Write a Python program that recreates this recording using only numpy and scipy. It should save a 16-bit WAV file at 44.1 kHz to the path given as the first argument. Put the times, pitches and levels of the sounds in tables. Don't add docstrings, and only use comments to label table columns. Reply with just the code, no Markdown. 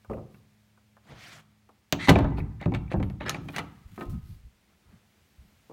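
import sys
import numpy as np
from scipy import signal
from scipy.fft import rfft, irfft
from scipy.io import wavfile
from scipy.ndimage import uniform_filter1d

SR = 44100
rng = np.random.default_rng(int(sys.argv[2]) if len(sys.argv) > 2 else 0)


def generate_wav(sig):
    pcm = np.round(np.clip(np.atleast_2d(sig).T, -1, 1) * 32767).astype(np.int16)
    wavfile.write(sys.argv[1], SR, pcm)


N = 252252
RING = 32768
AGE, TIME = np.arange(RING) / SR, np.arange(N) / SR

# (time [s], level [dB], bass [dB], brightness [dB], fade from the hand's damping [s])
PANEL_BLOWS = [(1.926, -25, -9, -6, 0.95), (2.084, -16, -15, -10, 1), (2.092, -11.5, -0.5, -11, 0.65),
               (2.103, -16, 6.5, -8, 0.7), (2.159, -18, 3.5, -2.5, 1.2), (2.183, -24, -7.5, -10, 1),
               (2.206, -24, 10.5, -18, 0.27), (2.2444, -29.5, -16, -3, 1.09), (2.305, -31, -5, -19, 1.9),
               (2.382, -31, 8.5, -14, 1.75), (2.659, -20.5, -1, -20, 0.55), (2.721, -28, -6, -19.5, 0.63),
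               (2.747, -34.5, 23, -23, 1.9), (2.941, -23.5, 0, -18, 0.75), (3.0, -26, -0.5, -20.5, 1.2),
               (3.027, -35.5, 8, -16, 2.4), (3.382, -40.5, -6, -29, 4.7), (3.454, -41, -11, -34, 3.1)]
# (pitch [Hz], level [dB per Hz], fade [s])
WOODWORK_BANDS = [(60.4, -9, 0.2), (134, 1, 0.68), (218, 5, 0.11), (330, -1.5, 0.31), (490, 2.5, 0.28),
                  (813, -18, 0.14), (1040, -9, 0.062), (1385, -31, 0.074), (3300, -48, 0.055),
                  (6940, -53, 0.079)]


def amp(db):
    return 10 ** (np.asarray(db) / 20)


def unit(x):
    return x / np.sqrt(np.mean(x ** 2))


def struck(x):
    return x / np.sqrt(np.mean(x[:SR // 50] ** 2))


def add(track, s, x):
    i = int(s * SR)
    track[i:i + len(x)] += x[:N - i]


def on_log(hz, points_hz, values):
    return np.interp(np.log(np.maximum(hz, 1)), np.log(points_hz), values)


def colour(x, spectrum):
    hz, db = np.transpose(spectrum)[:2]
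    return irfft(rfft(x) * amp(on_log(np.fft.rfftfreq(len(x), 1 / SR), hz, db)), len(x))


def fade(seconds):
    return np.exp(-np.log(1000) * AGE / seconds)


def tones(table, scatter_db, tilt=lambda hz: 0, detune=0.0067):
    out = 0
    for k, (hz, db, fade_s) in enumerate(table):
        level = amp(db + tilt(hz) + scatter_db * rng.standard_normal())
        pitch = hz * (1 + detune * rng.standard_normal())
        out = out + level * (-1) ** k * fade(fade_s) * np.sin(2 * np.pi * pitch * AGE)
    return out


def crowd(table, tilt=lambda hz: 0):
    freqs, out = np.fft.rfftfreq(RING, 1 / SR), 0
    centres = [row[0] for row in table]
    for (hz, db, fade_s), own in zip(table, np.eye(len(table))):
        share = on_log(freqs, centres, own) * (freqs > centres[0] / 2)
        noise = irfft(rfft(rng.standard_normal(RING)) * np.sqrt(share))
        band = noise * fade(fade_s) * (1 - np.exp(-2 * AGE * hz))
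        out = out + amp(db + tilt(hz)) * band * np.sqrt(share.mean() / np.sum(band ** 2))
    return out


def grit(n, per_s, spread_db):
    touches = rng.random(n) < per_s / SR
    return touches * rng.standard_normal(n) * amp(spread_db * rng.standard_normal(n))


def wander(n, size):
    return unit(uniform_filter1d(uniform_filter1d(rng.standard_normal(n), size=size), size=size))


def chatter(db, per_s, fade_s):
    contacts = grit(RING, per_s, spread_db=0) * fade(fade_s)
    contacts *= amp(db) / np.sqrt(per_s * fade_s / (2 * np.log(1000)))
    contacts[0] = 1
    return contacts


def rubs(table, spectrum):
    level = sum(amp(db) * np.exp(-(2 * (TIME - s) / length) ** 2) for s, db, length in table)
    return level * unit(colour(grit(N, per_s=6600, spread_db=0.5), spectrum))


def house(air_db=-67.5, shut_db=-12):
    # (pitch [Hz], level [dB])
    hum_tones = [(107.7, -68.5), (211, -69)]
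    # (time [s], level change [dB])
    air_changes = [(0, 1.5), (1.3, -1), (3.1, 0), (3.7, 3), (4.5, 1), (5.7, 4)]
    # (pitch [Hz], level [dB per Hz])
    air_colour = [(15, -38), (25, -30), (76, -3.5), (97, -11), (175, -14), (212, -10), (249, -18.5),
                  (451, -22.5), (1020, -25.5), (1100, -27), (2110, -25), (12500, -38.5), (16000, -37)]
    hum = sum(amp(db) * np.sqrt(2) * np.sin(2 * np.pi * hz * TIME) for hz, db in hum_tones)
    air_level = amp(air_db + np.interp(TIME, *np.transpose(air_changes)))
    air = air_level * unit(colour(rng.standard_normal(N), air_colour))
    return air + hum * amp(np.interp(TIME, [1.65, 1.95], [0, shut_db]))


def taps(body_db=-2, ring_db=-5, ring_fade_s=0.0125):
    # (time [s], level [dB], pitch of the ring [Hz], bass [dB])
    hits = [(.047, -59.5, 1620, 1), (.133, -55, 2715, -5), (.344, -66.5, 2730, -10), (.775, -66, 1480, -2),
            (0.967, -60.5, 1720, -0.5), (1.69, -56.5, 1340, 9)]
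    # (pitch [Hz], level [dB per Hz], fade [s])
    body_bands = [(300, -3, .1), (795, 3, 0.078), (1240, 2.5, 0.058), (1700, -4, 0.039), (2715, -14, 0.033),
                  (4130, -23.5, 0.029), (8900, -26.5, .02)]
    out = np.zeros(N)
    for s, db, ring_hz, bass_db in hits:
        body = struck(crowd(body_bands, lambda hz: on_log(hz, [500, 1200], [bass_db, 0])))
        tone = fade(ring_fade_s) * np.sin(2 * np.pi * ring_hz * AGE)
        ring = struck(signal.fftconvolve(body, tone)[:RING])
        add(out, s, amp(db) * (amp(body_db) * body + amp(ring_db - bass_db / 2) * ring))
    return out


def thud(hz, length, low_slope_db=5, high_slope_db=14):
    octaves = np.log2(np.maximum(np.fft.rfftfreq(RING, 1 / SR), 1) / hz)
    shape_db = np.where(octaves < 0, low_slope_db * octaves, -high_slope_db * octaves ** 2)
    boom = irfft(rfft(rng.standard_normal(RING)) * amp(shape_db))
    boom *= (AGE / length) ** 2 * np.exp(-6 * AGE / length)
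    return boom * np.sqrt(length * SR / np.sum(boom ** 2))


def footsteps(heel_hz=62, sole_hz=111.4, roll_s=0.062, floor_db=-3):
    # (time [s], heel level [dB], sole level [dB], thud length [s])
    steps = [(0.073, -46, -51, 0.11), (1.022, -92, -52.5, 0.14), (3.843, -47, -49.5, 0.065),
             (4.058, -34.5, -34, 0.073), (4.222, -44.5, -45, 0.051), (4.295, -44, -68.5, 0.063),
             (4.423, -47.5, -80, 0.065), (4.856, -57, -54.5, 0.056), (5.375, -52.5, -63.5, 0.058)]
    # (pitch [Hz], level [dB per Hz], fade [s])
    floor_bands = [(40, 4, .35), (74.4, 6.5, 0.17), (152, -8, 0.36), (243, -15.5, 0.3), (400, -43.5, 0.29)]
    out = np.zeros(N)
    for s, heel_db, sole_db, length in steps:
        add(out, s, amp(heel_db) * thud(heel_hz, length))
        add(out, s + roll_s, amp(sole_db) * thud(sole_hz, length, high_slope_db=11.5))
        add(out, s + length / 2, amp(heel_db + floor_db) * struck(crowd(floor_bands)))
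    return out


def far_bumps(settle_s=0.014, settle_db=-2):
    # (time [s], level [dB])
    hits = [(.098, -33), (0.132, -55), (.17, -43), (5.697, -47.5)]
    out = np.zeros(N)
    for s, db in hits:
        add(out, s, amp(db) * struck(crowd(WOODWORK_BANDS)))
        add(out, s + settle_s, amp(db + settle_db) * struck(crowd(WOODWORK_BANDS)))
    return out


def cloth_brushes():
    # (middle time [s], level [dB], length [s])
    strokes = [(.35, -72.5, .1), (2.39, -63.5, 0.045), (4.3, -67.5, 0.13)]
    # (pitch [Hz], level [dB per Hz])
    brush_colour = [(2000, -8), (4600, 1), (7000, -13), (10500, -4), (13500, -2), (16000, -11.5)]
    return rubs(strokes, brush_colour)


def patchy(x, count=14, depth_db=2.8):
    centres = np.geomspace(500, 9000, count)
    spectrum, freqs = rfft(x), np.fft.rfftfreq(N, 1 / SR)
    bands = (irfft(spectrum * on_log(freqs, centres, own), N) for own in np.eye(count))
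    return sum(band * amp(depth_db * wander(N, size=700)) for band in bands)


def door_swing(trim_db=-2, fibre_db=-6, swish_db=-4.5, flutter_hz=550, bright_hz=2000, dull_hz=1200):
    # (time [s], level before the trim [dB], centre of the swish [Hz])
    path = [(1.029, -73, 1354), (1.066, -58, 674), (1.121, -47, 624), (1.146, -53, 681),
            (1.204, -52.5, 2037), (1.231, -49.5, 2179), (1.339, -49.5, 1772), (1.399, -53.5, 1421),
            (1.44, -76.5, 1328)]
    # (pitch [Hz], level [dB per Hz])
    carpet_colour = [(59, -43.5), (100, -11), (150, -2), (193, -12), (520, -17), (691, -12.5), (850, -22),
                     (1450, -17.5), (2100, -13.5), (2690, -18), (3190, -15.5), (16000, -37.5)]
    s, db, swish_hz = np.transpose(path)
    centre_hz = np.interp(TIME, s, swish_hz)
    friction = rng.standard_normal(N) + amp(fibre_db) * unit(grit(N, per_s=2000, spread_db=-0.5))
    fibres = colour(friction, carpet_colour)
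    dull = signal.sosfilt(signal.butter(1, dull_hz, fs=SR, output="sos"), fibres)
    rub = unit(patchy(dull + centre_hz / bright_hz * (fibres - dull)))
    flutter = signal.sosfilt(signal.butter(2, flutter_hz, fs=SR, output="sos"), rng.standard_normal(N))
    swish = unit(flutter * np.sin(2 * np.pi * np.cumsum(centre_hz) / SR))
    moving = (TIME > s[0]) & (TIME < s[-1])
    return moving * amp(trim_db + np.interp(TIME, s, db)) * (rub + amp(swish_db) * swish)


def bolt(strike_s=1.9248, strike_db=-26.5, ring_db=-1):
    # (pitch [Hz], level [dB], fade [s])
    plate_tones = [(2914, 1.5, .004), (6386, -4.5, 0.0033), (11800, -13, .002), (15600, -9.5, .002)]
    # (pitch [Hz], level [dB per Hz], fade [s])
    plate_bands = [(1190, -10, .04), (2186, -1, .045), (3000, 1, .04), (3930, -9, .04), (4452, -6, .04),
                   (5200, -15, .04), (6200, -10.5, .04), (8500, -23.5, .02), (15000, -32.5, .02)]
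    # (time [s], level [dB])
    home_hits = [(2.074, -40.5), (2.0855, -25), (2.093, -29.5)]
    # (pitch [Hz], level [dB], fade [s])
    barrel_tones = [(1771, -1, .07), (1850, -5, .04), (1928, 0, .07), (1990, -1, .07), (2132, -6, .07),
                    (3128, -10, .06), (3763, -7, .05)]
    out = np.zeros(N)
    crack = struck(tones(plate_tones, scatter_db=2.5))
    add(out, strike_s, amp(strike_db) * (crack + amp(ring_db) * struck(crowd(plate_bands))))
    for s, db in home_hits:
        add(out, s, amp(db) * struck(tones(barrel_tones, scatter_db=0.5)))
    return out


def panel(bass_db, bright_db, ring_db=-2, skin_db=-4):
    # (pitch [Hz], level [dB], fade [s])
    panel_tones = [(62, 0, .7), (81, -5, .55), (129, -5, .5), (165, 0, .45), (285, -1, .4), (426, -13, .3),
                   (495, -12, .3), (602, -9, .35), (712, -11, .36), (795, -9, .3), (857, -13, .4),
                   (902, -12, .4), (1012, -12, .22), (1076, -12, .28), (1297, -17, .22)]
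    # (pitch [Hz], level [dB per Hz], fade [s])
    wood_bands = [(35.8, -5, 0.37), (69, 3.5, 0.95), (152, 2, 1), (250, -6, 0.69), (428, -16.5, 0.82),
                  (640, -7, 0.1), (1050, -14.5, 0.16), (1987, -36.5, 0.048), (3970, -50.5, .04),
                  (8300, -67.5, .03)]
    # (pitch [Hz], level [dB], fade [s])
    skin_tones = [(363, 5, 0.056), (620, -1, 0.071), (796, -0.5, .05), (1019, -3, 0.044), (1277, -8.5, .03)]
    tilt = lambda hz: on_log(hz, [70, 180, 330, 900], [bass_db, 0, 0, bright_db])
    skin = amp(skin_db + bright_db / 2) * struck(tones(skin_tones, scatter_db=3, detune=0.03))
    ring = amp(ring_db) * struck(tones(panel_tones, scatter_db=4.5, tilt=tilt))
    return struck(ring + struck(crowd(wood_bands, tilt)) + skin)


def door_knocks(kept_share=0.22, grip_fade_s=0.28, first_db=-4, first_fade_s=0.25):
    out = np.zeros(N)
    for s, db, bass_db, bright_db, hand_fade_s in PANEL_BLOWS:
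        gripped = 1 - np.exp(-np.log(1000) * np.maximum(TIME - s, 0) / grip_fade_s)
        out *= 1 - (1 - kept_share) * gripped
        decay = fade(hand_fade_s) + amp(first_db) * fade(first_fade_s)
        add(out, s, amp(db) * struck(panel(bass_db, bright_db) * decay))
    return out


def latch(treble_db, ring_db=-4, crack_db=-1, crack_fade_s=0.0071):
    # (pitch [Hz], level [dB], fade [s])
    latch_tones = [(1300, -5, .08), (1775, -3, .08), (1930, -3, .07), (2010, -2, .06), (2330, -2, .06),
                   (2650, -3, .04), (2900, -3, .04), (3220, -4, .03), (3460, -6, .04), (3900, -5, .04),
                   (4400, -11, .03), (6280, -12, .025)]
    # (pitch [Hz], level [dB per Hz], fade [s])
    metal_bands = [(603, -3.5, 0.16), (1340, 0.5, 0.11), (1599, 1, 0.033), (1826, 0.5, 0.025),
                   (2130, 0.5, 0.023), (2866, -7, 0.12), (3800, -1.5, 0.045), (4780, -14, 0.051),
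                   (6350, -9.5, 0.038), (7250, -13, 0.0097), (11700, -20, 0.051), (14600, -26.5, 0.018)]
    tilt = lambda hz: on_log(hz, [2300, 5500], [0, treble_db])
    crack = struck(crowd([(hz, db, crack_fade_s) for hz, db, _ in metal_bands], tilt))
    ring = struck(tones(latch_tones, scatter_db=2.5, tilt=tilt))
    return struck(struck(crowd(metal_bands, tilt)) + amp(ring_db) * ring + amp(crack_db) * crack)


def bolt_jolts(jolt_db=-25.5):
    out = np.zeros(N)
    for s, db, _, bright_db, _ in PANEL_BLOWS:
        add(out, s, amp(db + jolt_db + bright_db / 2) * latch(treble_db=-11))
    return out


def metal_slides(rise=0.13, roughness=0.11, judder=0.17, brighten_db=14):
    # (start [s], length [s], level [dB], treble [dB], squeak [dB], base slip rate [Hz])
    strokes = [(1.983, 0.098, -41, -0.5, 5.5, 1868), (2.365, 0.039, -49.5, -8.5, -12, 2450),
               (2.593, 0.071, -50, -12.5, -12, 2000), (2.898, 0.0455, -48, -11, -6.5, 1883),
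               (3.196, 0.055, -45, -19, -26, 1880), (3.244, 0.081, -39, -10.5, -13, 1930),
               (3.258, 0.027, -43, -14, -6.5, 5080), (3.298, 0.084, -50.5, -13, -3.5, 1920),
               (3.527, 0.085, -44.5, -16, -7, 1917)]
    out = np.zeros(N)
    for s, length, db, treble_db, squeak_db, slip_hz in strokes:
        n = int(length * SR)
        travel = np.linspace(0, 1, n)
        waver, pressure = wander(n, size=18), wander(n, size=80)
        loose = min(1, 2000 / slip_hz) ** 2
        rate_hz = slip_hz * (1 + loose * (rise * np.sin(np.pi * travel) + roughness * waver))
        phase = 2 * np.pi * np.cumsum(rate_hz) / SR
        squeak = unit(sum(np.sin(k * phase) / k ** 1.3 for k in (1, 2, 3, 4) if k * slip_hz < 9000))
        grate = unit(signal.fftconvolve(grit(n, per_s=3500, spread_db=-1), latch(treble_db))[:n])
        scrape = grate + amp(squeak_db) * squeak
        treble = colour(scrape, [(2500, -30), (5500, 0)])
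        scrape += treble * (amp(brighten_db * (travel - 1)) - 1)
        add(out, s, amp(db) * signal.windows.tukey(n, 0.5) * unit(np.exp(judder * pressure)) * scrape)
    return out


def latch_clicks(rattle_fade_s=0.069, board_fade_s=0.74):
    # (time [s], level [dB], treble [dB], share for the panel [dB])
    hits = [(2.074, -34, -9.5, -23), (2.0841, -24.5, -12, 5), (2.0905, -23.5, -4.5, 5),
            (2.0937, -24, 1, 4.5), (2.156, -40, -17, 12), (2.188, -41, -9, 11), (2.613, -52, -7.5, 14),
            (2.739, -43, -12.5, 6.5), (2.7478, -38, -12.5, 2.5), (2.916, -48.5, -8.5, 13.5),
            (3.028, -47, -16, -1), (3.1, -63.5, -1, 14.5), (3.208, -46, -28, 10), (3.263, -45.5, -12, 10),
            (3.283, -37.5, -11, -1.5), (3.295, -32.5, 7, -8), (3.345, -43.5, -10, 6.5),
            (3.486, -50, -4, 9.5), (3.563, -34.5, -2.5, -4.5), (3.5829, -31.5, -7.5, -7),
            (3.591, -40.5, -16, 3), (3.978, -53.5, -17, 5), (4.009, -44, -20, 5)]
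    # (pitch [Hz], level [dB], fade [s])
    snap_tones = [(2960, 19, 0.0026), (6500, 13, 0.0023), (11700, 6.5, 0.0058)]
    out = np.zeros(N)
    for s, db, treble_db, panel_db in hits:
        rattle_db = -3 + 0.4 * (db + 36.5)
        contacts = chatter(rattle_db, per_s=2600, fade_s=rattle_fade_s)
        metal = struck(signal.fftconvolve(contacts, latch(treble_db))[:RING])
        board = panel(bass_db=-13, bright_db=-7) * fade(board_fade_s)
        snap = amp(12 * min(treble_db, 0)) * tones(snap_tones, scatter_db=3.5)
        add(out, s, amp(db) * (snap + metal + amp(panel_db) * board))
    return out


def loose_knob(tick_db=4, tick_fade_s=0.0095):
    # (time [s], level [dB])
    hits = [(2.1568, -31.5), (2.402, -48.5), (2.627, -47), (2.658, -49.5), (2.721, -53.5), (2.741, -47.5),
            (2.748, -39.5), (2.879, -61), (2.922, -45.5), (3.001, -57.5), (3.028, -50), (3.1, -59),
            (3.209, -48), (3.346, -42), (3.486, -45.5)]
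    # (pitch [Hz], level [dB], fade [s])
    shell_tones = [(1852, -6, .04), (1992, -3, .05), (2213, -2, .05), (2330, 0, .035), (2440, -1, .03),
                   (2520, -4, .03), (2632, -6, .03), (3225, -15, .03), (3810, -15, .03)]
    out = np.zeros(N)
    for s, db in hits:
        contacts = chatter(db=-8, per_s=350, fade_s=0.04)
        shell = tones(shell_tones, scatter_db=7.5) * (1 + amp(tick_db) * fade(tick_fade_s))
        add(out, s, amp(db) * struck(signal.fftconvolve(contacts, shell)[:RING]))
    return out


def squeaks(waver=0.018, flutter_db=5):
    # (start [s], length [s], level [dB], first pitch [Hz], middle pitch [Hz], last pitch [Hz])
    glides = [(2.925, .065, -76, 12300, 12800, 12500), (3.008, 0.14, -75.5, 11800, 11400, 11600),
              (5.25, 0.16, -84.5, 12300, 12800, 14030), (5.42, .19, -83.5, 13600, 12550, 13200)]
    out = np.zeros(N)
    for s, length, db, *path_hz in glides:
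        n = int(length * SR)
        curve_hz = np.polyval(np.polyfit([-1, 0, 1], path_hz, 2), np.linspace(-1, 1, n))
        hz = curve_hz * (1 + waver * wander(n, size=30))
        tone = unit(np.sin(2 * np.pi * np.cumsum(hz) / SR) * amp(flutter_db * wander(n, size=120)))
        add(out, s, amp(db) * signal.windows.tukey(n, 0.5) * tone)
    return out


def sleeve_rustle():
    # (time [s], level [dB])
    levels = [(3.301, -88), (3.55, -56.5), (3.7, -77), (3.85, -76), (4.001, -55.5), (4.06, -66),
              (4.22, -76), (4.31, -69.5), (4.42, -80.5)]
    # (pitch [Hz], level [dB per Hz])
    cloth_colour = [(300, -10), (1300, 11.5), (3000, 10), (6000, 1.5), (10000, 1), (14500, 3)]
    s, db = np.transpose(levels)
    catches = grit(N, per_s=5000, spread_db=5) * amp(2.5 * wander(N, size=350))
    moving = (TIME > s[0]) & (TIME < s[-1])
    return moving * amp(np.interp(TIME, s, db)) * unit(colour(catches, cloth_colour))


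def clacks(wood_db=-5):
    # (time [s], level [dB])
    hits = [(3.977, -41.5), (4.01, -39.5)]
    # (pitch [Hz], level [dB], fade [s])
    clack_tones = [(220, 0, .2), (345, -1, .2), (385, -1, .24), (560, -9, .15), (740, -8, .22),
                   (1060, -10, .25), (1250, -10, .25), (1530, -8, .1), (1810, -2, .1)]
    out = np.zeros(N)
    for s, db in hits:
        contacts = chatter(db=6, per_s=900, fade_s=0.1)
        ring = signal.fftconvolve(contacts, tones(clack_tones, scatter_db=4.5))[:RING]
        add(out, s, amp(db) * (struck(ring) + amp(wood_db) * struck(crowd(WOODWORK_BANDS))))
    return out


def sole_scuffs():
    # (middle time [s], level [dB], length [s])
    strokes = [(4.142, -63, 0.073), (4.716, -70.5, 0.078), (4.927, -66.5, 0.14)]
    # (pitch [Hz], level [dB per Hz])
    scuff_colour = [(150, -13), (320, 5), (600, -4), (1200, -0.5), (2000, -9), (6000, -29)]
    return rubs(strokes, scuff_colour)


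def scene(wall_delay_s=0.009):
    # (pitch [Hz], level [dB per Hz], fade [s])
    echo_bands = [(95, -3.5, 0.66), (335, -10, 0.62), (600, -10.5, 0.3), (1026.5, -11, .7),
                  (1800, -22.5, 1), (2770, -14.5, 0.45), (4240, -19, 0.42), (8760, -19, 0.24),
                  (15000, -27, .2)]
    near = door_knocks() + bolt_jolts() + far_bumps() + bolt() + latch_clicks() + loose_knob()
    near = near + clacks() + taps() + sole_scuffs() + cloth_brushes()
    near = near + squeaks() + metal_slides() + door_swing() + sleeve_rustle()
    out = near + footsteps() + house()
    add(out, wall_delay_s, signal.fftconvolve(near, crowd(echo_bands))[:N])
    return out[None]


def record(dry, ceiling=0.97, bottom_hz=35, top_hz=16000):
    trimmed = signal.sosfilt(signal.butter(2, bottom_hz, "high", fs=SR, output="sos"), dry)
    rounded = ceiling * np.tanh(trimmed / ceiling)
    return signal.sosfilt(signal.ellip(8, 0.2, 70, top_hz, fs=SR, output="sos"), rounded)


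dry = scene()
out = record(dry)
generate_wav(out)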